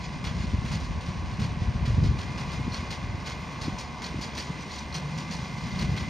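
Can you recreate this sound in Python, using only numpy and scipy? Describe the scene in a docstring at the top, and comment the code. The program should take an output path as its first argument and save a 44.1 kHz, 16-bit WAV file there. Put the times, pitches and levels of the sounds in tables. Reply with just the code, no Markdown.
"""Tractor mowing a verge

Some way off, a diesel tractor holds working speed: firings knock the block over the exhaust roar,
while fan, hydraulic pump and mower drive whine. The boom mower rattles through tall grass, rasps
on each clump and clinks on woody stems. A gusty breeze buffets the microphone. A faint sizzle
sits on top, and late on a low hum swells and fades."""
import sys
import numpy as np
from scipy.fft import rfft, irfft, next_fast_len
from scipy.io import wavfile
from scipy.ndimage import map_coordinates

SR = 44100
rng = np.random.default_rng(int(sys.argv[2]) if len(sys.argv) > 2 else 0)


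def dump(signal):
    """Clip the signal to [-1, 1] and save it as 16-bit WAV at the path in sys.argv[1]."""
    limited = np.clip(np.atleast_2d(signal).T, -1, 1)
    pcm = np.round(limited * 32767).astype(np.int16)
    wavfile.write(sys.argv[1], SR, pcm)


N = 268569
TIME = np.arange(N) / SR

# fader ride of the engine clatter: t/s, relative level/dB
CLATTER_RIDE = [(0, -47), (1, -48), (2, -46), (2.7, -44.5), (3.3, -45), (3.85, -44.5), (4.7, -47),
                (5.4, -44.5), (6.09, -45.5)]
# resonances of the engine block and covers: f/Hz, width/Hz, level/dB
BLOCK_MODES = [(607, 100, -8.5), (741.6, 47, 0.5), (871.5, 89, 1.5), (984, 130, 0.5), (1118, 180, -0.5),
               (1517, 145, -7.5), (1908, 16, -5.5), (2003, 23, -7.5), (2147, 30, -5), (2446, 150, -5)]
# colour of the exhaust roar: f/Hz, level/dB
EXHAUST_EQ = [(30, -17.5), (70, -7.5), (150, 0), (210, 4.5), (300, -3), (420, -6.5), (600, -6.5),
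              (1100, -16.5), (1330, -15.5), (1700, -11), (2600, -15), (4000, -24.5), (9000, -65)]
# fader ride of the cooling fan: t/s, level/dB
FAN_RIDE = [(0, -55.5), (1.2, -53), (2, -54), (2.7, -53), (3.8, -51), (4.5, -56), (6.09, -57)]
# engine tones: multiple of the shaft speed, level/dB
ENGINE_TONES = [(2, -46.5), (4, -49), (7, -63), (20, -61), (28, -60.5)]
# hydraulic pump tones: multiple of the stroke rate, level/dB
PUMP_TONES = [(5, -54.5), (6, -62)]
# whine of the mower drive: t/s, f/Hz, thin tone level/dB, rough skirt level/dB
DRIVE_WHINE = [(0, 2062, -55, -65), (.6, 2064, -54, -66), (1.8, 2066, -62.5, -72), (2.4, 2064, -52, -54),
               (3.4, 2056, -56, -57), (4.4, 2062, -53.5, -59.5), (5.4, 2060, -53, -56),
               (6.09, 2051, -47, -50)]
# fader ride of the steady cutting: t/s, relative level/dB
CUTTING_RIDE = [(0.0, -51), (0.25, -51), (0.44, -47), (0.62, -50.5), (0.9, -50.5), (1.55, -51.5),
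                (1.76, -53), (2.37, -49.5), (3.24, -51.5), (3.68, -49), (4.0, -51.5), (4.41, -49),
                (4.88, -49), (5.55, -48), (6.09, -47)]
# colour of snapping grass: f/Hz, level/dB
GRASS_EQ = [(500, -38), (1500, 0.5), (2500, 1.5), (3200, 1.5), (4400, 1), (5900, -1.5), (6900, -6.5),
            (7800, -12), (9500, -18.5), (11200, -18.5), (12300, -31), (13300, -28.5), (14300, -41),
            (16000, -54)]
# colour of chopped stalks: f/Hz, level/dB
STALK_EQ = [(500, 0.5), (1300, 0.5), (1900, 0.5), (3200, 0), (4500, 1), (5400, -0.5), (6600, -4),
            (7800, -12.5), (9500, -17), (11200, -17), (13500, -28), (15700, -46)]
# resonances of the steel blades and housing: f/Hz, width/Hz, level/dB
STEEL_MODES = [(1918, 44, 2), (1966, 32, 6), (2150, 67, 3.5), (2440, 135, 2.5), (2893, 96, -2.5),
               (3380, 250, 0), (4010, 130, -0.5), (4340, 190, 1.5), (4670, 180, -1.5), (5040, 110, 3.5),
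               (5860, 110, -1.5), (6630, 140, -3.5), (6930, 150, -6)]
# the breeze between gusts: t/s, relative buffet level/dB, relative flutter level/dB
BREEZE_RIDE = [(0.0, -43, -40.5), (0.2, -43.5, -37.5), (0.51, -35.5, -37.5), (0.73, -36, -38.5),
               (1.59, -36.5, -38.5), (2.02, -27.5, -34), (2.34, -40.5, -39), (2.95, -42.5, -43.5),
               (4.24, -49, -44.5), (4.82, -43, -49.5), (5.12, -49.5, -41), (6.09, -42.5, -36.5)]
# colour of the wind's deep buffet: f/Hz, level/dB
BUFFET_EQ = [(20, -41.5), (35, -8.5), (52, 0), (80, 0.5), (100, 0.5), (140, -21), (400, -39.5),
             (2000, -100)]
# colour of the wind's quicker flutter: f/Hz, level/dB
FLUTTER_EQ = [(40, -35.5), (85, -24), (115, 0), (165, 1), (215, -4.5), (270, -14.5), (400, -32), (700, -41),
              (2000, -94.5)]
# gusts: peak t/s, half length/s, buffet boost/dB, flutter boost/dB
GUST_CUES = [(0.356, 0.13, 4, 2), (0.55, 0.046, 4, -1), (0.75, 0.037, -1, 8), (0.9, 0.034, 4.5, 3),
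             (1.224, 0.019, 6, 4), (1.427, 0.049, 1.5, 5.5), (1.633, 0.073, 5, 2), (2.034, 0.13, 2.5, 3),
             (2.64, 0.067, 4.5, 3), (3.11, 0.1, 8.5, 3), (3.702, 0.063, 8, 7.5), (4.162, 0.052, 10, 6),
             (5.853, 0.14, 13, 4.5)]
# a thin, high sizzle: t/s, centre f/Hz, level/dB
SIZZLE_RIDE = [(0, 13200, -90), (2.0, 13200, -89), (2.4, 13100, -82), (3.0, 13150, -85), (3.42, 13000, -79),
               (3.8, 13200, -85), (5.3, 13250, -82), (5.8, 13450, -77), (6.09, 13400, -78)]
# the mower bites a clump: t/s, feeding time/s, level/dB, bright rasp over dull crunch/dB
CLUMP_CUES = [(0.239, 0.038, -39, -5), (0.649, 0.087, -44.5, -3), (0.714, 0.041, -40, -1),
              (0.799, 0.057, -50, 4), (1.006, 0.012, -49, -3), (1.058, 0.046, -47.5, -4),
              (1.395, 0.058, -41, -4), (1.852, 0.052, -43.5, -4), (2.035, 0.035, -44.5, -2.5),
              (2.187, 0.043, -42.5, -4), (2.375, 0.042, -42.5, -3), (2.515, 0.033, -43, -2),
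              (2.729, 0.049, -41, -3.5), (2.904, 0.034, -39.5, -1), (3.258, 0.056, -40, -2.5),
              (3.612, 0.045, -42, 1), (3.784, 0.031, -42.5, 4), (4.018, 0.053, -40.5, -1.5),
              (4.211, 0.033, -40.5, 4), (4.35, 0.038, -43, 1), (4.376, 0.03, -37, 0),
              (4.604, 0.027, -52, 5), (4.715, 0.081, -45.5, 1), (4.942, 0.031, -38.5, 0),
              (5.174, 0.04, -44.5, 0.5), (5.308, 0.033, -40, 1.5), (5.792, 0.035, -38.5, -4),
              (5.963, 0.05, -41, -4.5)]
# colour of thick stems cracking: f/Hz, level/dB
CRACK_EQ = [(800, -27), (2000, -5), (6500, -9), (9000, -16.5), (11500, -13), (13500, -19.5), (15700, -30)]
# eddies thump the microphone: t/s, peak level/dB, f/Hz
EDDY_CUES = [(0.445, -21, 149), (0.54, -19.5, 210), (0.547, -14.5, 82), (0.649, -20, 141),
             (0.758, -20, 127), (1.091, -20.5, 138), (1.394, -21.5, 149), (1.423, -16.5, 121),
             (1.455, -19, 128), (1.622, -19, 124), (1.706, -22, 128), (1.889, -18, 152), (1.906, -14.5, 83),
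             (1.934, -17.5, 112), (1.988, -11, 102), (2.03, -12, 138), (2.044, -18.5, 210),
             (2.071, -15, 114), (2.116, -15, 118), (2.158, -22, 136), (2.598, -24.5, 217),
             (2.612, -20.5, 110), (2.668, -28, 169), (2.681, -18.5, 240), (2.719, -23.5, 89),
             (2.831, -24, 162), (3.045, -24, 99), (3.097, -23.5, 100), (3.15, -22.5, 99),
             (3.657, -25.5, 170), (3.684, -18, 245), (3.693, -25, 120), (3.729, -28, 146),
             (4.146, -25, 278), (4.159, -23, 120), (4.191, -24.5, 232), (4.505, -23.5, 164),
             (4.594, -31.5, 220), (5.829, -19, 166), (5.846, -21, 108), (5.897, -18, 121),
             (5.951, -23, 127)]
# colour of an eddy's wake: f/Hz, level/dB
WAKE_EQ = [(60, -8), (200, 2), (420, -7), (600, -18), (1500, -64)]
# a blade hits a woody stem: t/s, ring f/Hz, relative level/dB
CLINK_CUES = [(0.746, 4480, -35), (2.051, 4130, -36.5), (2.384, 4410, -38), (2.721, 4240, -33),
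              (2.743, 4370, -27.5), (2.771, 4450, -35), (2.8, 2170, -35), (2.906, 4000, -33),
              (2.914, 5050, -38), (2.925, 2170, -32), (3.617, 4570, -38), (3.644, 4240, -33),
              (3.785, 5900, -39), (3.810, 4250, -36), (4.042, 4200, -33), (4.234, 4700, -33),
              (4.378, 1880, -37), (4.381, 4200, -36), (4.392, 5960, -39), (4.399, 4700, -30),
              (4.621, 5943, -40), (4.712, 4270, -34), (4.738, 4740, -39), (4.76, 5930, -39),
              (4.782, 4220, -33.5), (4.791, 5900, -36), (4.926, 4300, -36.5), (4.941, 5850, -36),
              (4.962, 6200, -36), (4.971, 4240, -32.5), (5.183, 4850, -41), (5.185, 5930, -39),
              (5.322, 4650, -36), (5.366, 5840, -38), (5.582, 4400, -37), (5.719, 4510, -39.5),
              (5.79, 4390, -32), (5.812, 4140, -30), (5.981, 4000, -32.5)]
# modes of a blade: ratio to the ring frequency, level/dB
BLADE_MODES = [(1, 0), (1.055, -14), (.94, -12.5), (1.3, -10)]
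# likeness of the two microphone ports: f/Hz, correlation
PORT_LIKENESS = [(60, .82), (300, .88), (1100, .94), (1350, .55), (1750, .62), (2100, .96), (2450, .99),
                 (2900, .92), (3300, .9), (4500, .988), (6200, .99), (6900, .88), (7450, .98), (8600, .98),
                 (9600, .8), (10600, .993), (11900, .995), (12600, .8), (14000, .97)]
# balance of the ports: f/Hz, left minus right level/dB
PORT_BALANCE = [(100, .7), (600, .5), (900, -.7), (1220, 2), (1480, -6), (2000, 0), (2400, 0), (2900, -3),
                (3650, 2), (4300, 0)]
# phase between the ports: f/Hz, lead of the left/rad
PORT_LEAD = [(1170, .05), (1320, -1.15), (1500, -.55), (1740, -1.35), (2150, -.05), (2650, .03),
             (2900, .65), (3500, 1.1), (3850, .4), (4170, .3), (4260, .02), (6220, 0), (6330, .35),
             (6780, .5), (7050, 1.2), (7450, 3.14), (8300, 6.15), (8800, 6.2), (10500, 3.35), (11300, 3.14),
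             (12100, 2.9), (13600, 0)]


def amp(db):
    """Decibels to gain."""
    return 10 ** (np.asarray(db) / 20)


def unit(x):
    """Scale to rms 1."""
    return x / np.sqrt(np.mean(x ** 2) + 1e-20)


def along(points, hz):
    """(f/Hz, value) points read on a log axis."""
    f, values = np.transpose(points)
    return np.interp(np.log(hz + 1), np.log(f + 1), values)


def ride(rows, column=1):
    """One column of a timed table as automation, one value per sample."""
    columns = np.transpose(rows)
    return np.interp(TIME, columns[0], columns[column])


def wobble(rate):
    """A smooth random curve through rate points a second."""
    return map_coordinates(rng.standard_normal(int(N * rate / SR) + 4), [TIME * rate], mode="nearest")


def bell(t, half_length):
    """A smooth swell of height 1 around t = 0."""
    return np.exp(-(t / half_length) ** 2)


def filtered(x, response):
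    """x through a complex frequency response."""
    size = next_fast_len(N + SR // 2)
    return irfft(rfft(x, size) * response(np.fft.rfftfreq(size, 1 / SR)), size)[..., :N]


def coloured(x, eq):
    """x through an EQ curve, rms 1."""
    return unit(filtered(x, lambda hz: amp(along(eq, hz))))


def ringing(x, modes):
    """x through a bank of resonances, rms 1."""
    def power(f):
        return sum(amp(2 * db) / (1 + (2 * (f - hz) / width) ** 2) ** 2 for hz, width, db in modes)
    return unit(filtered(x, lambda f: np.sqrt(power(f))))


def noise():
    """Two unrelated white noises."""
    return rng.standard_normal((2, N))


def smear(width_hz):
    """A complex envelope that blurs a tone into a band about width_hz wide."""
    return (wobble(width_hz) + 1j * wobble(width_hz)) / np.sqrt(2)


def noise_band(angle, width_hz):
    """Narrow noise centred on a running phase, rms 1."""
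    return unit((smear(width_hz) * np.exp(1j * angle)).real)


def turning(hz):
    """The angle of something that turns hz times a second."""
    return 2 * np.pi * (np.cumsum(hz) / SR + rng.random())


def throb(angle, depth):
    """A gain that swells once a turn."""
    return unit(np.exp(depth * np.cos(angle)))


def snaps(per_s, scatter_db=0):
    """Two streams of random clicks, their sizes spread by scatter_db."""
    hits = rng.random((2, N)) < per_s / SR
    return unit(hits * np.sign(noise()) * amp(scatter_db * noise()))


def tones(angle, orders, flutter_db):
    """Harmonics of a rotation, each fluttering by itself in the moving air."""
    out = np.zeros(N)
    for order, db in orders:
        flutter = amp(flutter_db * wobble(9))
        out += amp(db) * unit(flutter * np.sin(order * angle + 2 * np.pi * rng.random()))
    return out


def spread(pair):
    """Two unrelated signals serve as mid and side for a partly alike left and right."""
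    def weights(hz):
        width = np.arccos(np.clip(along(PORT_LIKENESS, hz), -1, 1)) / 2
        return np.array([np.cos(width), np.sin(width)])
    mid, side = filtered(pair, weights)
    return np.array([mid + side, mid - side])


def tractor():
    """Four cylinders knock the block twice a turn; fan, pump and drive sing over the exhaust."""
    shaft_hz, pump_hz, fan_order = 36.06, 198.3, 30
    shaft = turning(shaft_hz * (1 + 0.001356 * wobble(4)))
    pump = turning(pump_hz * (1 + 0.00281 * wobble(6) + 0.00444 * wobble(40)))
    # every firing, and more weakly every pump stroke, shakes the covers
    knocks = noise() * throb(2 * shaft, depth=.35) * throb(shaft, depth=.06) * throb(pump, depth=.15)
    clatter = amp(ride(CLATTER_RIDE) - 0.45 + .35 * wobble(8)) * ringing(knocks, BLOCK_MODES)
    roar_gain = amp(-42 + 0.73 * wobble(4.8))
    roar = roar_gain * coloured(noise() * throb(2 * shaft, depth=0.043), EXHAUST_EQ)
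    fan = amp(ride(FAN_RIDE)) * tones(shaft, [(fan_order, 0)], flutter_db=1.2)
    body = spread(clatter + roar)
    whine = drive_whine(shaft)
    drone = tones(shaft, ENGINE_TONES, flutter_db=2)
    hydraulics = tones(pump, PUMP_TONES, flutter_db=2.5)
    return body + whine + fan + drone + hydraulics


def drive_whine(shaft):
    """The mower drive sings a thin tone in a rough skirt and buzzes a panel, pulsing with each firing."""
    panel_hz, panel_db = 2430, -7
    drive = turning(ride(DRIVE_WHINE) + 7 * wobble(40))
    skirt = noise_band(drive, width_hz=230)
    panel = amp(panel_db) * noise_band(2 * np.pi * panel_hz * TIME, width_hz=90)
    tone = amp(ride(DRIVE_WHINE, column=2)) * unit(np.sin(drive))
    buzz = amp(ride(DRIVE_WHINE, column=3)) * (skirt + panel)
    return throb(2 * shaft, depth=.45) * (tone + buzz)


def mower():
    """Spinning blades snap stalks: a thin, steady rattle and a rasp per clump, both ringing the steel."""
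    rotor_hz, crossover_hz = 42, 3650
    rotor = turning(rotor_hz + 2 * wobble(4.9))
    grass = coloured(snaps(per_s=4500, scatter_db=1), GRASS_EQ)
    grass += amp(-7.5 + 3.6 * wobble(20)) * ringing(snaps(per_s=980), STEEL_MODES)
    stalks = coloured(snaps(per_s=2600), STALK_EQ)
    stalks += amp(-5.5 + 2.8 * wobble(30)) * ringing(snaps(per_s=1900, scatter_db=.5), STEEL_MODES)
    rattle_gain = amp(ride(CUTTING_RIDE) + 1.32 + 1.1 * wobble(25))
    rattle = rattle_gain * unit(grass) * throb(rotor, depth=0.053)
    crunch_gain, rasp_gain, crack_gain, ring = bites()
    dull = filtered(unit(stalks), lambda hz: 1 / (1 + (hz / crossover_hz) ** 8))
    bright = unit(stalks) - dull
    chopped = crunch_gain * dull + rasp_gain * bright
    stems = crack_gain * coloured(snaps(per_s=450, scatter_db=4), CRACK_EQ)
    ragged = amp(1.1 * wobble(190)) * throb(rotor, depth=0.13)  # stalks feed in unevenly
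    return spread(rattle + ragged * chopped + stems) + ragged * ring


def wind():
    """Gusts ride on the breeze and hit the microphone in quick lumps: deep buffet, lighter flutter."""
    buffet_db = ride(BREEZE_RIDE) + 2
    flutter_db = ride(BREEZE_RIDE, column=2) + 1.5
    for start, half_length, buffet_boost, flutter_boost in GUST_CUES:
        swell = bell(TIME - start, half_length)
        buffet_db += buffet_boost * swell
        flutter_db += flutter_boost * swell
    lumps = throb(turning(17 + 7 * wobble(14)), depth=.55)
    buffet = amp(buffet_db) * coloured(noise() * lumps, BUFFET_EQ)
    flutter = amp(flutter_db) * coloured(noise() * lumps, FLUTTER_EQ)
    return spread(with_eddies(buffet + flutter))


def sizzle():
    """A faint, narrow band high in the treble wavers and grows."""
    return amp(ride(SIZZLE_RIDE, column=2)) * noise_band(turning(ride(SIZZLE_RIDE)), width_hz=500)


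def bites():
    """Clumps feed in, then the chaff drains: envelopes for crunch, rasp and cracks, plus a steel ring."""
    rise_s, overshoot, overshoot_s, drain_s, crack_s = .002, .33, .015, .03, .03
    typical_db, ring_hz, drop_hz_per_db, scatter_hz = -40, 4910, 82.5, 204.4
    crunch_power, rasp_power, crack_gain, ring = np.zeros((4, N))
    blur = smear(width_hz=420)  # a hail of uneven blows blurs the ring
    for start, feed_s, db, bright_db in CLUMP_CUES:
        span = slice(round(start * SR), round(start * SR) + SR // 2)
        t = np.maximum(TIME[span] - start, 0)
        attack = (1 - np.exp(-t / rise_s)) * (1 + overshoot * np.exp(-t / overshoot_s))
        feed = amp(db) * attack * np.exp(-np.maximum(t - feed_s, 0) / drain_s)
        crunch_power[span] += (feed * amp(-bright_db / 2)) ** 2
        rasp_power[span] += (feed * amp(bright_db / 2)) ** 2
        # a heavier clump cracks its thick stems louder and rings the steel lower
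        heavier_db = db - typical_db
        crack_gain[span] += amp(db + heavier_db - 12.5) * np.exp(-t / crack_s)
        hz = ring_hz - drop_hz_per_db * heavier_db + scatter_hz * rng.standard_normal()
        ring[span] += amp(bright_db - 13) * feed * (blur[span] * np.exp(2j * np.pi * hz * t)).real
    return np.sqrt(crunch_power), np.sqrt(rasp_power), crack_gain, ring


def with_eddies(rumble):
    """Each eddy ducks the rumble, lands a soft thump and drags a ragged wake, stronger if it is quick."""
    half_cycles, duck = 0.66, .8
    wake_db, wake_db_per_hz, wake_s = -24, 0.0329, 0.0095
    wake = coloured(noise(), WAKE_EQ)
    for peak_s, db, hz in EDDY_CUES:
        span = slice(round(peak_s * SR) - SR // 10, round(peak_s * SR) + SR // 10)
        t = TIME[span] - peak_s
        passing = bell(t, half_cycles / hz)
        rumble[:, span] *= 1 - duck * passing
        rumble[0, span] += amp(db) * passing * np.sin(2 * np.pi * (t * hz + rng.random()))  # mid only
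        rumble[:, span] += amp(db + wake_db + wake_db_per_hz * hz) * bell(t, wake_s) * wake[:, span]
    return rumble


def clinks():
    """Woody stems strike the blades, each at another spot: a short, rough ring at its own pitch."""
    rise_s, decay_s, blur = .0005, .0055, .9
    out = np.zeros(N)
    rough = (1 + blur * smear(width_hz=900)) / np.hypot(1, blur)
    for start, hz, db in CLINK_CUES:
        span = slice(round(start * SR), round(start * SR) + SR // 10)
        t = np.maximum(TIME[span] - start, 0)
        modes = sum(amp(mode_db) * np.exp(2j * np.pi * (ratio * hz * t + rng.random()))
                    for ratio, mode_db in BLADE_MODES)
        envelope = (1 - np.exp(-t / rise_s)) * np.exp(-t / decay_s)
        out[span] += amp(db) * envelope * (rough[span] * modes).real
    return out


def hum():
    """A low tone of unsteady pitch and level comes in late, with a fast attack and a long tail."""
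    start_s, rise_s, fade_s = 4.94, 0.014, 0.65
    pitch_hz, wander_hz, level_db = 153, 24, -33
    t = np.maximum(TIME - start_s, 0)
    swell = (1 - np.exp(-t / rise_s)) * np.exp(-t / fade_s)
    angle = turning(pitch_hz + wander_hz * wobble(70))
    waver = amp(2.5 * wobble(30))
    return amp(level_db) * swell * unit(waver * np.sin(angle))


def scene():
    """The mix: tractor and mower straight ahead, wind right on the microphone."""
    return tractor() + mower() + clinks() + wind() + hum() + sizzle()


def record(dry):
    """The two microphone ports differ in colour and phase; deepest rumble and extreme top are cut."""
    low_cut_hz, top_hz = 37, 15700
    sides = np.array([[1], [-1]])

    def response(hz):
        balance = amp(.5 * sides * along(PORT_BALANCE, hz))
        phase = np.exp(.5j * sides * along(PORT_LEAD, hz))
        low_cut = hz ** 3 / np.hypot(hz ** 3, low_cut_hz ** 3)
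        return balance * phase * low_cut * (hz < top_hz)
    return filtered(dry, response)


dry = scene()
out = record(dry)
dump(out)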